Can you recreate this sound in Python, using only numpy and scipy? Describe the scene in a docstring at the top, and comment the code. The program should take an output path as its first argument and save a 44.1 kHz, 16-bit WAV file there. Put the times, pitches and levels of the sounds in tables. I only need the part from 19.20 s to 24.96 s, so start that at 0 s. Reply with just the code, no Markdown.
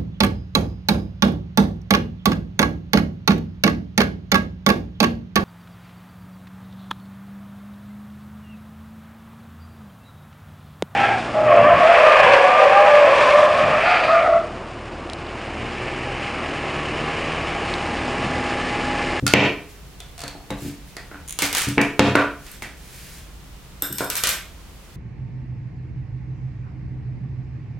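"""Pliers are lifted off a wooden table, grip a needle, pull it through a stuffed toy and are laid down.
They knock on the wood, setting the top booming, or clack in the hand; the jaws snap and creak.
The thread jerks and hisses through the fabric; the dangling needle ticks, tinkles and scrapes the wood.
A bare, lively room answers every touch over a low rumble, and a limiter flattens the loudest knocks."""
import sys
import numpy as np
from scipy import signal
from scipy.fft import rfft, irfft
from scipy.io import wavfile
from scipy.ndimage import uniform_filter1d

SR = 44100
rng = np.random.default_rng(int(sys.argv[2]) if len(sys.argv) > 2 else 0)


def unload_audio(sound):
    """Save the sound as a 16-bit wav file, at the path given as the first command line argument."""
    columns = np.transpose(np.atleast_2d(sound))
    # keep every value between -1 and 1, then stretch to whole-number steps
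    steps = np.round(np.clip(columns, -1, 1) * 32767)
    wavfile.write(sys.argv[1], SR, steps.astype(np.int16))


N = 254016

# pliers and needle knocking on the table or clacking in the hand:
# t/s, force/dB, hardness corner/Hz, clank f/Hz, bareness/dB (+ steel tip, - padded handle)
HARD_KNOCKS = [(0.137, 27.5, 6600, 2520, -1.5), (1.035, -7.5, 2020, 1450, -0.5), (1.15, -14, 1200, 760, -2),
               (1.304, -1, 3200, 1270, -6), (1.767, -13.5, 3400, 1810, 4.5), (1.914, -13.5, 2610, 1430, 1),
               (1.944, -14, 3240, 1440, 0), (2.222, 2.5, 9000, 2070, -1), (2.580, 16, 2500, 2350, -2),
               (2.794, 22, 9550, 2930, -6.5), (2.9532, 16, 3862, 1345, 3), (3.422, -9, 4526, 2040, 2.5),
               (4.622, -7, 1399, 1590, 2), (4.8062, 4, 1100, 1360, 5)]
# hand or padded handles settling on the table: t/s, force/dB, softness corner/Hz
SOFT_BUMPS = [(0.025, 11.5, 149), (1.421, -2.5, 181), (1.449, 3, 244), (2.471, 8.5, 166), (2.575, 9, 546),
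              (2.878, 7.5, 173), (4.703, -7.5, 306)]
# steel jaws snapping shut or jolted: t/s, level/dB, ring f/Hz
JAW_SNAPS = [(0.066, -13.5, 1410), (0.078, -18, 4570), (0.803, -35.5, 3500), (1.037, -32.5, 4340),
             (1.0792, -31, 4400), (1.305, -33, 3800), (1.7675, -33.5, 4570), (2.615, -21.5, 2360),
             (2.956, -22.5, 1440)]
# needle striking the table: t/s, level/dB, ring/dB, rebound gap/s (no rebound up to 0.004)
NEEDLE_TAPS = [(2.189, -17, -15, 0), (2.221, -14.5, -17, 0.0035), (2.263, -40, 4, 0),
               (2.3285, -18.5, -21, 0.0001), (2.3498, -14.5, -17.5, 0.0205), (2.487, -25, -11, 0),
               (3.266, -38, -25, 0.0035), (3.316, -47, 6, 0.0028), (3.422, -31.5, -23, 0.0049),
               (4.622, -30.5, 5.5, 0.00035), (4.725, -35.5, 9.5, 0.0015), (4.784, -22, -6.5, 0),
               (4.811, -40, 6.5, 0.021), (4.901, -20, -6.5, 0.0014), (4.9542, -20.5, -8.5, 0.012),
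               (5.0367, -12, -16, 0.035)]
# needle dragging over wood, thread sliding through fabric: t/s, length/s, level/dB
NEEDLE_DRAGS = [(2.221, 0.025, -18), (2.346, 0.098, -21.5), (5.054, 0.071, -24.5)]
THREAD_PULLS = [(0.48, 0.03, -47.5), (1.371, 0.11, -39.5), (1.668, 0.025, -48), (3.192, 0.16, -45),
                (3.57, 0.42, -43)]
# modes of the table top (with the room's low notes) and of the needle: f/Hz, level/dB, t60/s
TABLE_MODES = [(93.5, -12.5, 0.37), (127.1, -2.5, 0.27), (143.5, -12, 0.4), (198.2, -6.5, 0.32),
               (222.2, -5.5, 0.2), (286.8, 1, 0.41), (308.2, -20.5, 0.57), (414.5, -28, 0.99),
               (518, -7.5, 0.25), (630, -34, 0.45), (693, -19, 0.64), (844, -11, 0.25)]
NEEDLE_MODES = [(1439, -5, 0.16), (1550, -3.5, 0.14), (2910, -16.5, 0.2), (3640, -6, 0.13),
                (5270, -9, 0.42), (7450, -4, 0.14), (8400, 5.5, 0.11), (8460, -0.5, 0.063),
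                (12080, 2.5, 0.038), (12360, 13.5, 0.06)]
# tone colours of the contacts, the thread and the room tone: f/Hz, level/dB
WOOD_EQ = [(30, -45), (60, -29), (110, -11), (250, 16), (420, 11.5), (700, 4.5), (1300, -2), (2000, -0.5),
           (2450, -2), (3100, -4), (4000, -5.5), (7000, -11), (10000, -18), (16000, -23)]
STEEL_EQ = [(60, 5.5), (250, -0.5), (800, -4.5), (1300, 0.5), (2000, 0), (4000, 1), (7000, 1.5), (10000, 0),
            (13000, -6.5), (16000, -7.5)]
JERK_EQ = [(800, -15), (2100, -4), (3700, -0.5), (5200, -6), (6800, 9.5), (8000, -1), (9500, 9.5),
           (11500, -5), (13000, -1), (16000, -10)]
THREAD_EQ = [(200, -40), (900, -24), (1600, -6), (3000, -6.5), (4800, -3), (7000, -2), (11000, -3),
             (16000, -7)]
ROOM_TONE_EQ = [(12, -37), (20, -4), (55, -2), (88, -5.5), (101, -25), (123, -7.5), (172, -10.5),
                (234, -19.5), (293, -20), (660, -25.5), (1090, -26.5), (1570, -29), (2750, -30.5),
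                (4420, -33.5), (16000, -41.5)]
# decay of the reverb: f/Hz, t60/s
REVERB_DECAY = [(100, 0.5), (400, 0.41), (1000, 0.42), (2500, 0.39), (7000, 0.36), (15000, 0.29)]
# tone colour of the reverb: f/Hz, level/dB
REVERB_EQ = [(100, -19), (500, 7), (2500, 9.5), (5000, 2), (9000, -1), (15000, -3.5)]
# stereo width of the action and of the room tone: f/Hz, side gain/dB
ACTION_WIDTH = [(100, -20), (280, -25.5), (550, -20.5), (1100, -15), (2300, -11.5), (4400, -6), (8000, -3),
                (15000, 0.5)]
ROOM_TONE_WIDTH = [(50, -13.5), (150, -9.5), (400, -4.5), (1400, -5), (3000, -1.5), (15000, -1)]


def knocks_and_clacks(fade_s=0.0016, bump_clank_hz=324, bump_clank_db=10, bump_boom_db=-23):
    """Knocks on the table and clacks in the hand: a crack over a low boom; soft contacts are all bass."""
    contacts = []
    for s, force_db, corner_hz, clank_hz, bare_db in HARD_KNOCKS:
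        clank_db = 12.5 - 0.066 * force_db + bare_db  # a light touch singles out one ringing part
        boom_db = -30 - 0.0455 * force_db - 1.13 * bare_db  # a smaller share for hard blows, bare steel
        contacts.append((s, force_db, corner_hz, clank_hz, clank_db, boom_db))
    contacts += [(*bump, bump_clank_hz, bump_clank_db, bump_boom_db) for bump in SOFT_BUMPS]
    hits, send, boom = np.zeros((3, 2, N))
    for s, force_db, corner_hz, clank_hz, clank_db, boom_db in contacts:
        soften = signal.butter(2, corner_hz, fs=SR)
        blow = crack(lambda hz: amp(curve(WOOD_EQ, hz)) * resonance(hz, clank_hz, clank_db, q=3), fade_s)
        blow = amp(force_db) * signal.lfilter(*soften, blow)
        add(hits, s, blow)
        add(send, s, amp(-2 + 0.04 * force_db) * blow)  # a heavy blow fills more of the room
        body = ring(TABLE_MODES, rise_s=0.003)
        add(boom, s, amp(force_db + boom_db) * signal.lfilter(*soften, body))
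    echoes = room(send, wet_db=0) - send
    return hits + echoes + boom


def plier_jaws(gain_db=23.5, dull_hz=12000, creak_hz=4420, creak_ring_db=4, snap_ring_db=13):
    """The jaws snap, and creak on the needle in ever louder slips; each click briefly rings the steel."""
    out = np.zeros((2, N))
    times = slips(start_s=0.9795, gap_s=0.0127, stretch=1, count=4)
    creak = [(s, -37 + 1.75 * k, creak_hz, creak_ring_db) for k, s in enumerate(times)]
    snaps = [(*snap, snap_ring_db) for snap in JAW_SNAPS]
    for s, db, ring_hz, ring_db in creak + snaps:
        def colour(hz):
            steel = amp(curve(STEEL_EQ, hz)) / np.hypot(1, (hz / dull_hz) ** 2)
            jaw_note = resonance(hz, centre_hz=715, db=-4 - 0.65 * db, q=9)  # clearest in a soft squeeze
            return steel * jaw_note * resonance(hz, ring_hz, ring_db, q=12)
        add(out, s, amp(db) * crack(colour, fade_s=0.0022))
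    return amp(gain_db) * room(out, wet_db=-4.5)


def needle_taps(gain_db=21, rebound_db=-3.5, rebound_ring_db=6, gap_shrink=0.55):
    """The dangling needle hits the table; each rebound is weaker, rings more freely and comes sooner."""
    out = np.zeros((2, N))
    for s, db, ring_db, gap_s in NEEDLE_TAPS:
        rebounds = 2 if gap_s > 0.004 else 0
        gaps = gap_s * gap_shrink ** np.arange(rebounds)
        for k, delay_s in enumerate(np.append(0, np.cumsum(gaps))):
            add(out, s + delay_s, amp(db + rebound_db * k) * needle_tick(ring_db + rebound_ring_db * k))
    return amp(gain_db) * room(out, wet_db=0.5)


def needle_tick(ring_db, modes_db=-34, fade_s=0.0019, chatter_db=7.5):
    """One sharp tick: a free needle tinkles, chattering on the wood, and a held one hardly rings."""
    tilt_db_per_octave = 3 + 0.1821 * ring_db  # the freer the needle, the brighter
    octaves = lambda hz: np.log2(np.maximum(hz, 1000) / 4000)
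    tick = crack(lambda hz: amp(curve(STEEL_EQ, hz) + tilt_db_per_octave * octaves(hz)), fade_s)
    tinkle = ring(NEEDLE_MODES, rise_s=0.00035, size=12000)
    flutter = unit_rms(uniform_filter1d(rng.standard_normal(tinkle.shape), size=200, axis=1))
    chatter = unit_rms(amp(chatter_db * flutter))
    sound = amp(ring_db + modes_db) * tinkle * chatter
    add(sound, 0, tick)
    return sound


def thread_jerks(gain_db=-7, slack_db=-7):
    """Taut thread jerks through the seam, its slips stronger and further apart as the tension builds."""
    out = np.zeros((2, N))
    times = slips(start_s=2.078, gap_s=0.007, stretch=1.35, count=5)
    for s, slack in zip(times, np.linspace(1, 0, len(times))):
        slip = crack(lambda hz: amp(curve(JERK_EQ, hz)), fade_s=0.0017)
        add(out, s, amp(slack_db * slack ** 2) * slip)
    return amp(gain_db) * room(out, wet_db=-5)


def needle_scrape(gain_db=-5):
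    """The needle drags over the wood with a gritty rasp."""
    envelope = sum(swell(*drag, rise_share=0.47, onset_db=-14) for drag in NEEDLE_DRAGS)
    rasp = equalise(envelope * friction(rough_db=7), STEEL_EQ)
    return amp(gain_db) * room(rasp, wet_db=-4)


def thread_hiss(gain_db=-3):
    """Needle and thread run through the cloth with a smooth hiss."""
    envelope = sum(swell(*pull, rise_share=0.42, onset_db=-8.5) for pull in THREAD_PULLS)
    hiss = equalise(envelope * friction(rough_db=3), THREAD_EQ)
    return amp(gain_db) * room(hiss, wet_db=2.5)


def room(x, wet_db, build_s=0.00096, size=36000):
    """The direct sound plus the bare room's dense tail, dying at its own speed in each band."""
    hz, t, bands = signal.stft(rng.standard_normal((2, size)), SR, nperseg=256)
    bands *= np.exp(-np.log(1000) * t / curve(REVERB_DECAY, hz)[:, None])
    tail = signal.istft(bands, SR, nperseg=256)[1][:, :size]
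    tail *= 1 - np.exp(-np.arange(size) / SR / build_s)
    wet = amp(wet_db + curve(REVERB_EQ, np.fft.rfftfreq(2 * size, 1 / SR)))
    tail = irfft(whiten(rfft(tail, 2 * size), bins=160) * wet)[:, :size]
    return x + signal.fftconvolve(x, tail, axes=1)[:, :N]


def room_tone(wash_db=-42.5, hum_hz=50, hum_db=-48):
    """A bed of rumble, faint hiss and mains hum."""
    wash = amp(wash_db) * unit_rms(equalise(rng.standard_normal((2, N)), ROOM_TONE_EQ))
    hum = amp(hum_db) * np.sin(2 * np.pi * hum_hz * np.arange(N) / SR)
    return stereo(wash, ROOM_TONE_WIDTH) + hum


def crack(gain_at, fade_s, size=4096):
    """A contact transient: a few milliseconds of noise, coloured by gain_at(hz)."""
    burst = rfft(rng.standard_normal((2, size)) * np.exp(-np.arange(size) / SR / fade_s))
    log_gain = np.log(gain_at(abs(np.fft.fftfreq(size, 1 / SR))) + 1e-5)
    colour = np.exp(np.conj(signal.hilbert(log_gain)))[:size // 2 + 1]  # minimum phase: a crisp attack
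    return irfft(whiten(burst, bins=30) * colour)[:, :size // 2]


def ring(modes, rise_s, scatter_db=3, size=36000):
    """Struck modes swell and die; their balance is random, as if each hit found a new spot."""
    t = np.arange(size) / SR
    shares = amp(scatter_db * rng.standard_normal((len(modes), 2, 1)))
    tones = sum(share * amp(db - 60 * t / t60) * np.sin(2 * np.pi * hz * t)
                for (hz, db, t60), share in zip(modes, shares))
    return tones * (1 - np.exp(-t / rise_s))


def slips(start_s, gap_s, stretch, count, jitter=0.04):
    """Stick and slip: the times of a run of releases, each gap about stretch times the last."""
    gaps = gap_s * stretch ** np.arange(count - 1) * (1 + jitter * rng.standard_normal(count - 1))
    return start_s + np.append(0, np.cumsum(gaps))


def friction(rough_db, grain_samples=32):
    """Fibres catch and let go: dense noise grains of uneven strength."""
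    noise = rng.standard_normal((2, N))
    grains = np.repeat(rng.standard_normal(N), grain_samples)[:N]
    return unit_rms(noise * amp(rough_db * grains))


def swell(start_s, length_s, db, rise_share, onset_db, fall_db_per_s=400):
    """The envelope of a stroke that gathers speed, holds it and dies when the hand stops."""
    t = np.arange(N) / SR - start_s
    rise_left = np.clip(1 - t / (rise_share * length_s), 0, 1)
    return (t >= 0) * amp(db + onset_db * rise_left - fall_db_per_s * np.maximum(t - length_s, 0))


def resonance(hz, centre_hz, db, q):
    """Gain of a damped resonance that stands db above its surroundings."""
    return 1 + (amp(db) - 1) / (1 + (2 * q * (hz / centre_hz - 1)) ** 2)


def stereo(x, width):
    """Mid and side to left and right: narrow bass, wide treble."""
    side = equalise(x[1], width)
    return np.array([x[0] + side, x[0] - side])


def equalise(x, points):
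    """Shapes a full-length sound with an EQ curve."""
    return irfft(rfft(x) * amp(curve(points, np.fft.rfftfreq(N, 1 / SR))), N)


def whiten(spectrum, bins):
    """Evens out a spectrum over neighbouring bins, keeping its fine ripple."""
    power = abs(uniform_filter1d(abs(spectrum) ** 2, size=bins, axis=1))
    return spectrum / np.sqrt(power + 1e-20)


def curve(points, hz):
    """Reads a breakpoint curve along a log frequency axis."""
    f, value = np.transpose(points)
    return np.interp(np.log(hz + 1), np.log(f + 1), value)


def follow(x, seconds):
    """A one-pole envelope follower."""
    pole = np.exp(-1 / (seconds * SR))
    return signal.lfilter([1 - pole], [1, -pole], x)


def add(mix, s, sound):
    """Drops a sound into the mix at s seconds."""
    part = mix[:, round(s * SR):][:, :sound.shape[1]]
    part += sound[:, :part.shape[1]]


def amp(db):
    return 10 ** (np.asarray(db) / 20)


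def unit_rms(x):
    return x / np.sqrt(np.mean(x ** 2) + 1e-20)


def scene():
    """Pliers, needle and thread over the room tone, leaning slightly right."""
    action = knocks_and_clacks() + plier_jaws() + thread_jerks() + needle_taps()
    action = action + thread_hiss() + needle_scrape()
    return (stereo(action, ACTION_WIDTH) + room_tone()) * amp([[-0.4], [0.4]])


def record(dry, limit_db=-14.0, release_db_per_s=170, low_cut_hz=28, high_cut_hz=16100):
    """Low cut, limiter, high cut; the first milliseconds of a loud knock slip past the limiter and clip."""
    dry = signal.lfilter(*signal.butter(1, low_cut_hz, "highpass", fs=SR), dry)
    power_db = 10 * np.log10(follow((dry ** 2).mean(0), seconds=0.0065) + 1e-12)
    release_db = np.arange(N) / SR * release_db_per_s
    peak_db = np.maximum.accumulate(power_db + release_db) - release_db
    reduction_db = follow(np.maximum(peak_db - limit_db, 0), seconds=0.002)
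    limited = np.clip(dry / amp(reduction_db), -1, 1)
    high_cut = signal.firwin(511, high_cut_hz, window=("kaiser", 9), fs=SR)
    return signal.oaconvolve(limited, high_cut[None], "same")


dry = scene()
out = record(dry)
unload_audio(out)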